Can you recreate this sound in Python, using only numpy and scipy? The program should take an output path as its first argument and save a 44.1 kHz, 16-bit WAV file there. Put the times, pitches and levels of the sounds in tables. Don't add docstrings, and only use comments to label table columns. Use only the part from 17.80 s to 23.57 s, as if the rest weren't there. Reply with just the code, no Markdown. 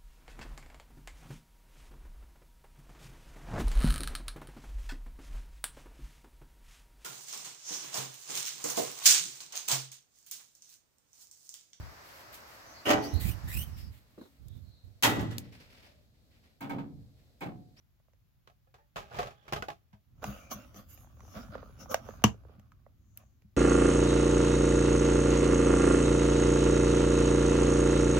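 import sys
import numpy as np
from scipy import signal
from scipy.fft import rfft, irfft
from scipy.io import wavfile

SR = 44100
rng = np.random.default_rng(int(sys.argv[2]) if len(sys.argv) > 2 else 0)


def to_wav(sig):
    pcm = np.clip(np.atleast_2d(sig), -1, 1) * 32767
    pcm = np.round(pcm).astype(np.int16)
    wavfile.write(sys.argv[1], SR, pcm.T)


N = 254266
TIME = np.arange(N) / SR

# t/s, level/dB
GRIP_CURVE = [(2.25, -100), (2.43, -66), (2.57, -72), (2.61, -84.5), (3.08, -76.5), (3.48, -67.5),
              (3.67, -67.5), (4.35, -63), (4.87, -81.5), (5.77, -97.5)]
# f/Hz, density/dB
SPARKLE_SPECTRUM = [(5000, -32.5), (8500, -14.5), (10500, -4), (13000, 0.5), (16000, -0.5)]


def tray():
    # t/s, level/dB, scatter t60/s, pocket ring/dB
    snaps = [(0.674, -49, 0.04, -6), (0.698, -58.5, 0.039, 4), (0.871, -74, .046, 13),
             (0.941, -49, .1, -14), (0.982, -62, 0.2, 13.5), (1.1591, -34, 0.042, 0),
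             (1.166, -31.5, .11, -11), (1.178, -37, .05, -12), (1.204, -45.5, 0.026, -9),
             (1.313, -54, .05, 20.5), (1.345, -43, 0.08, 9), (1.387, -28.5, 0.077, 8),
             (1.400, -33.5, 0.13, 4), (1.429, -35.5, .06, 1.5), (1.470, -39.5, 0.078, 5),
             (1.508, -50.5, 0.032, -13), (1.680, -41, 0.097, -35), (1.724, -27, 0.033, 1),
             (1.733, -23.5, 0.038, -20), (1.761, -31.5, 0.1, 6.5), (1.8234, -31, 0.026, 5),
             (1.884, -33.5, 0.035, 10), (1.902, -37, 0.032, 5), (2.1293, -55.5, 0.11, 5)]
    # f/Hz, level/dB, t60/s, left-right/dB
    pockets = [(456, -48.5, .09, -1), (618, -46.5, 0.066, -3), (656.5, -46, 0.12, 9.5),
               (756, -56, 0.048, -10), (843, -37.5, 0.068, 1), (1090, -49, 0.043, 2),
               (1300, -42, 0.043, -12.5), (1577, -46, 0.054, -15), (2760, -50, 0.045, 14)]
    # f/Hz, density/dB
    sheet_spectrum = [(60, -3.5), (140, 1.5), (270, -14.5), (450, -2.5), (850, -4.5), (1250, -4.5),
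                      (1800, -11.5), (2800, -13.5), (4500, -20.5), (7300, -27.5), (8500, -37.5),
                      (10500, -34), (13300, -34), (16000, -37.5)]
    # f/Hz, t60/s
    room_t60 = [(100, 0.39), (500, 0.12), (2000, 0.1), (6000, 0.15), (16000, 0.21)]
    crinkle_db, settle_db_per_s = -16.5, 371
    flex = sliding()
    for s, db, _, _ in snaps:
        add(flex, s, amp(db + crinkle_db - settle_db_per_s * TIME[:SR // 2]))
    crinkle = flex * grains(per_s=3300, spread_db=2) * noise(alike=0.068)
    force = crinkle + amp(-2) * convolve(crinkle, ring(pockets))
    for s, db, t60_s, pocket_db in snaps:
        snap = amp(db + 22.5) * burst(t60_s, alike=0.023)
        bent_pockets = ring(pockets, detune=0.13)
        add(force, s, snap)
        add(force, s, amp(pocket_db - 2) * convolve(snap, bent_pockets))
    sheet = ports(colour(force, sheet_spectrum), apart_hz=1540)
    sheet = left_later(sheet, samples=15)
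    return pan(-1.55) * (sheet + amp(-9) * reverb(sheet, room_t60, gap_s=0.0063))


def sliding():
    # peak t/s, rise/s, fade/s, level/dB
    slides = [(1.17, .006, 0.082, -50), (1.392, 0.041, 0.05, -41), (1.691, 0.048, 0.12, -61.5)]
    return sum(amp(db) * swell(s, rise_s, fade_s) for s, rise_s, fade_s, db in slides)


def knock(at_s=4.4397, db=-9):
    # f/Hz, level/dB, t60/s, left-right/dB
    holder_modes = [(68, -22, 0.27, 1), (111, -8.5, 0.17, 2), (160, -5, 0.045, 3), (211, -2.5, .10, 0.5),
                    (315, -7, 0.03, -2.5), (458, -9, 0.046, -2), (675, -4.5, 0.018, -7.5),
                    (925, -3.5, 0.022, -5.5), (1030, -8.5, 0.035, -2.5), (1150, -4, 0.02, -7),
                    (1686, -16, .028, -10.5), (2250, -20, .03, 1), (2725, -9.5, 0.026, 10.5),
                    (3010, -5, 0.021, 5), (5820, -17, 0.028, 4), (6324, -19, 0.028, 6.5)]
    # f/Hz, density/dB
    crack_spectrum = [(400, -9), (1000, -5), (1500, -13), (2100, -6), (2900, -0.5), (3500, -12.5),
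                      (5000, -11.5), (6200, -5), (8500, -23.5), (16000, -28.5)]
    body, crack, sparkle = np.zeros((3, 2, N))
    add(body, at_s, amp(db) * ring(holder_modes))
    add(crack, at_s, amp(db + 14.5) * burst(t60_s=0.023, alike=0.29))
    add(sparkle, at_s, amp(db + 3.5) * burst(t60_s=0.0088, alike=0.05))
    return body + pan(6) * colour(crack, crack_spectrum) + pan(12) * colour(sparkle, SPARKLE_SPECTRUM)


def ticks():
    # t/s, level/dB, f/Hz, hardness/dB
    touches = [(0.199, -64.5, 616, -15), (0.283, -60.5, 633, -26), (0.334, -63, 554, -8),
               (2.441, -25, 790, -8.5), (2.563, -44, 670, -21), (2.944, -43, 395, -10.5),
               (3.176, -54.5, 600, 1), (3.245, -51, 740, -22), (3.272, -53.5, 850, -23),
               (3.405, -46.5, 1100, -10), (3.433, -46.5, 450, -23), (3.753, -26.5, 545, -26),
               (3.776, -42, 573, -30), (3.828, -35.5, 526, -36), (3.893, -45.5, 444, -28),
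               (4.058, -40.5, 750, -38), (4.143, -13.5, 673, -8), (4.255, -43, 408, -17),
               (4.288, -28, 505, -25.5), (4.338, -44.5, 680, -20), (4.421, -41.5, 700, -14),
               (4.543, -42.5, 433, -26), (4.65, -43.5, 484, -37), (4.694, -44, 458, -35),
               (4.796, -56, 636, -3), (4.919, -51.5, 1293, -10), (5.064, -44.5, 613, -40),
               (5.374, -75.5, 1228, 27.5), (5.435, -57.5, 673, -15), (5.621, -64, 484, -3.5)]
    # ratio to the contact's f, level/dB, t60/s, left-right/dB
    case_modes = [(.75, -6.5, .02, 5.5), (.97, 0.5, 0.023, -4), (1.25, -1, 0.012, -3.5),
                  (1.85, -5.5, 0.0085, -12), (3.3, -21, 0.014, -22.5)]
    # f/Hz, density/dB
    crack_spectrum = [(500, -18), (1200, 7), (2700, 5.5), (4300, -4), (6500, 3.5), (8500, -13.5),
                      (16000, -28.5)]
    body, crack, sparkle = np.zeros((3, 2, N))
    for s, db, hz, hardness_db in touches + faint_ticks():
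        add(body, s, amp(db - 1.5) * ring(case_modes, detune=0.01, pitch=hz, size=2048))
        add(crack, s, amp(db + hardness_db + 17.5) * burst(t60_s=0.02, alike=0.38, size=2048))
        add(sparkle, s, amp(db + 1.6 * hardness_db + 14.5) * burst(t60_s=0.0034, alike=0.049, size=512))
    soft = butter(body, 2, [300, 2200], "band")
    return soft + pan(-1.3) * colour(crack, crack_spectrum) + pan(1.2) * colour(sparkle, SPARKLE_SPECTRUM)


def faint_ticks(per_s=14, offset_db=14, spread_db=2.5, hz=630, hardness_db=-18, count=120):
    start_s, grip = GRIP_CURVE[0][0], grip_db()
    times = start_s + np.cumsum(rng.exponential(1, count)) / per_s
    return [(s, grip[int(s * SR)] + offset_db + spread_db * force, hz * np.exp(0.3 * place), hardness_db)
            for s, (force, place) in zip(times, rng.standard_normal((count, 2))) if s < TIME[-1]]


def fingers():
    # peak t/s, rise/s, fade/s, rub/dB, hiss/dB
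    strokes = [(2.437, 0.0088, 0.014, -42, -58), (2.47, 0.014, 0.1, -47, -53.5),
               (2.722, 0.0086, 0.01, -44.5, -38), (2.761, 0.014, 0.1, -55, -63.5),
               (2.976, 0.016, 0.027, -53.5, -54.5), (3.12, 0.021, 0.078, -78, -60),
               (3.567, 0.015, 0.047, -46.5, -64), (3.59, 0.092, .11, -72, -62),
               (3.745, 0.019, 0.054, -51.5, -94), (4.015, 0.014, 0.023, -54.5, -59),
               (4.119, 0.0083, 0.019, -43, -41.5), (4.29, 0.044, 0.071, -58, -64),
               (4.7, 0.02, 0.086, -68.5, -89), (5.402, 0.025, 0.032, -65, -75)]
    # f/Hz, density/dB
    rub_spectrum = [(100, -39), (170, 0), (219, 0), (264, 0.5), (355, -9), (403, -15), (505, -6),
                    (590, -5.5), (762, -8), (928, -16), (1230, -5.5), (2050, -24.5), (2800, -23.5),
                    (3360, -27), (5000, -30), (6500, -60.5), (11000, -120)]
    hiss_spectrum = [(2000, -9), (3000, -3.5), (4400, -9.5), (5600, -3), (6700, 0.5), (8400, -21.5),
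                     (10500, -8), (12500, -5), (15500, -4)]
    rub_gain, hiss_gain = amp(grip_db()), amp(grip_db() - 12)
    for s, rise_s, fade_s, rub_db, hiss_db in strokes:
        pressure = swell(s, rise_s, fade_s)
        rub_gain += amp(rub_db) * pressure
        hiss_gain += amp(hiss_db) * pressure
    coarse = grains(per_s=1500, spread_db=1) * noise(alike=0.033)
    coarse = skin_resonances(coarse, low_hz=130, high_hz=5500, spread_db=2, count=20)
    fine = grains(per_s=10000, spread_db=0.5) * noise(alike=0.13)
    fine = skin_resonances(fine, low_hz=1400, high_hz=16000, spread_db=4, count=26)
    rub = colour(rub_gain * amp(-2.5) * coarse, rub_spectrum)
    hiss = colour(hiss_gain * amp(-0.1) * fine, hiss_spectrum)
    return pan(-3) * ports(rub, apart_hz=900) + pan(2.5) * hiss


def skin_resonances(x, low_hz, high_hz, spread_db, count, per_s=14):
    out, centres_hz = 0, np.geomspace(low_hz, high_hz, count)
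    q = 1 / np.log(centres_hz[1] / centres_hz[0])
    for k, (hz, draws) in enumerate(zip(centres_hz, rng.standard_normal((count, 512)))):
        drift = np.interp(TIME[::64] * per_s + k / count, np.arange(len(draws)), draws)
        gain = np.repeat(amp(spread_db * drift), 64)[:N]
        out = out + (-1) ** k * gain * signal.lfilter(*signal.iirpeak(hz, q, fs=SR), x + 1e-18)
    return rms_one(out)


def grip_db():
    return np.interp(TIME, *np.transpose(GRIP_CURVE), left=-120)


def squeaks(relative_width=0.15, size=32768):
    # centre t/s, half length/s, f/Hz, level/dB, left-right/dB
    slips = [(1.6, .063, 1600, -84, -17), (1.629, 0.065, 3320, -79, -15), (2.544, .04, 2780, -61, 3),
             (2.647, .061, 2380, -66, 4), (2.609, 0.061, 6370, -71, 8), (2.724, 0.0062, 1156, -47.5, -13),
             (2.734, 0.0072, 12700, -48, 13), (2.799, 0.043, 2670, -67, -7),
             (3.103, 0.0089, 11860, -64.5, -18), (3.116, .018, 6800, -67, -6),
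             (3.14, 0.0093, 12800, -60, -19), (3.216, .024, 11900, -72, -20),
             (3.475, 0.055, 6050, -69.5, 5), (3.623, 0.012, 5300, -62, 5), (4.021, 0.019, 5760, -57, 7.5),
             (4.104, 0.0077, 6200, -54, 7), (4.115, 0.012, 531, -40, -8), (4.123, 0.018, 1154, -46.5, -12),
             (5.38, 0.11, 6530, -81.5, 8)]
    out, t = np.zeros((2, N)), (np.arange(size) - size / 2) / SR
    for s, half_s, hz, db, side_db in slips:
        band_hz = [hz * (1 - relative_width / 2), hz * (1 + relative_width / 2)]
        tone = rms_one(butter(noise(alike=0.3, size=size), 2, band_hz, "band"))
        add(out, s + t[0], amp(db) * pan(side_db) * tone * np.exp(-0.5 * (t / half_s) ** 2))
    return out


def bumps():
    # t/s, level/dB
    contacts = [(1.793, -38), (2.132, -42), (2.452, -38.5), (2.471, -28), (2.486, -29), (2.501, -41),
                (2.741, -38.5), (2.755, -36), (2.982, -40), (3.56, -34), (3.689, -35), (4.78, -43),
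                (5.276, -54), (5.647, -44)]
    # f/Hz, level/dB, t60/s, left-right/dB
    thud_modes = [(66, -13, 0.15, 10), (105, -5, 0.16, 5.5), (134.5, 1.5, 0.039, -3),
                  (208.3, -5, 0.15, 1.5)]
    out = np.zeros((2, N))
    for s, db in contacts:
        add(out, s, amp(db - 3.5) * ring(thud_modes, detune=0.014))
    return out


def rumble():
    # f/Hz, density/dB
    spectrum = [(15, -37), (25, -5.5), (48, 7), (113, 5.5), (156, -4), (216, -10.5), (273, -12.5),
                (356, -17.5), (400, -23.5), (520, -47), (880, -120)]
    tremor = amp(0.42 * grip_db() - 24.5)
    table = amp(-12) * sliding()
    return colour((tremor + table) * noise(alike=0.7), spectrum)


def room_air(db=-69):
    # f/Hz, density/dB
    spectrum = [(15, -36), (25, -6), (53, -1.5), (80, -1.5), (145, -7), (190, -16), (394, -28.5),
                (531, -27.5), (3720, -35), (7310, -39), (8140, -48.5), (12200, -35.5), (16000, -35.5)]
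    return amp(db) * colour(noise(alike=0.12), spectrum)


def amp(db):
    return 10 ** (np.asarray(db) / 20)


def rms_one(x):
    return x / np.sqrt(np.mean(x ** 2) + 1e-20)


def at_hz(points, hz):
    table_hz, values = np.transpose(points)
    return np.interp(np.log(hz + 1), np.log(table_hz), values)


def pan(left_right_db):
    return amp(np.array([[left_right_db], [-left_right_db]]) / 2)


def add(track, at_s, sound):
    start = int(at_s * SR)
    track[..., start:start + sound.shape[-1]] += sound[..., :N - start]


def butter(x, order, hz, kind):
    return signal.sosfilt(signal.butter(order, hz, kind, fs=SR, output="sos"), x)


def convolve(x, response):
    return signal.fftconvolve(np.atleast_2d(x), np.atleast_2d(response), axes=1)[:, :N]


def colour(x, spectrum, size=4096):
    cepstrum = irfft(np.log(amp(at_hz(spectrum, np.fft.rfftfreq(size, 1 / SR)))))
    response = irfft(np.exp(rfft(2 * cepstrum[:size // 2], size)))
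    return convolve(x, response / np.linalg.norm(response))


def noise(alike, size=N):
    white = rng.standard_normal((3, size))
    return np.sqrt(alike) * white[0] + np.sqrt(1 - alike) * white[1:]


def grains(per_s, spread_db):
    sizes = amp(spread_db * np.minimum(rng.exponential(1, N), 4))
    return rms_one((rng.random(N) < per_s / SR) * sizes)


def burst(t60_s, alike, size=8192):
    x = noise(alike, size) * amp(-60 * np.arange(size) / SR / t60_s)
    return x / np.linalg.norm(x, axis=1, keepdims=True)


def ring(modes, detune=0, pitch=1, size=12000):
    out, t = 0, np.arange(size) / SR
    for k, (frequency, db, t60_s, side_db) in enumerate(modes):
        hz = pitch * frequency * np.exp(detune * rng.standard_normal())
        out = out + (-1) ** k * pan(side_db) * amp(db - 60 * t / t60_s) * np.sin(2 * np.pi * hz * t)
    return out


def swell(peak_s, rise_s, fade_s):
    late_s = TIME - peak_s
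    exponent = np.where(late_s < 0, 0.5 * (late_s / rise_s) ** 2, late_s / fade_s)
    return np.exp(-np.minimum(exponent, 20))


def reverb(x, t60s, gap_s, size=20000):
    response, t = 0, np.arange(size) / SR
    edges_hz = np.geomspace(60, 17000, 10)
    for low, high in zip(edges_hz, edges_hz[1:]):
        band = butter(rng.standard_normal((2, size)), 2, [low, high], "band")
        response = response + band * amp(-60 * t / at_hz(t60s, np.sqrt(low * high)))
    response *= 1 - np.exp(-(t / gap_s) ** 2)
    return convolve(x, response / np.linalg.norm(response[0]))


def ports(x, apart_hz):
    side = butter((x[0] - x[1]) / 2, 1, apart_hz, "high")
    return x.mean(axis=0) + side * [[1], [-1]]


def left_later(x, samples):
    return np.array([np.roll(x[0], samples), x[1]])


def scene():
    # f/Hz, t60/s
    nook_t60 = [(100, 0.2), (1000, 0.14), (6000, 0.14), (11000, 0.18), (16000, 0.031)]
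    mix = room_air() + rumble() + bumps() + tray()
    blow, friction, taps = knock(), fingers() + squeaks(), ticks()
    send = amp(-12) * taps + amp(-9) * blow + amp(-9.5) * friction
    nook = butter(reverb(send, nook_t60, gap_s=0.0013), 1, 9000, "low")
    return mix + left_later(taps + blow, samples=3) + friction + nook


def record(dry):
    thin = butter(dry, 4, 36, "high")
    rounded = 0.9 * np.tanh(thin / 0.9)
    return signal.sosfilt(signal.ellip(10, 0.2, 70, 16000, fs=SR, output="sos"), rounded)


dry = scene()
out = record(dry)
to_wav(out)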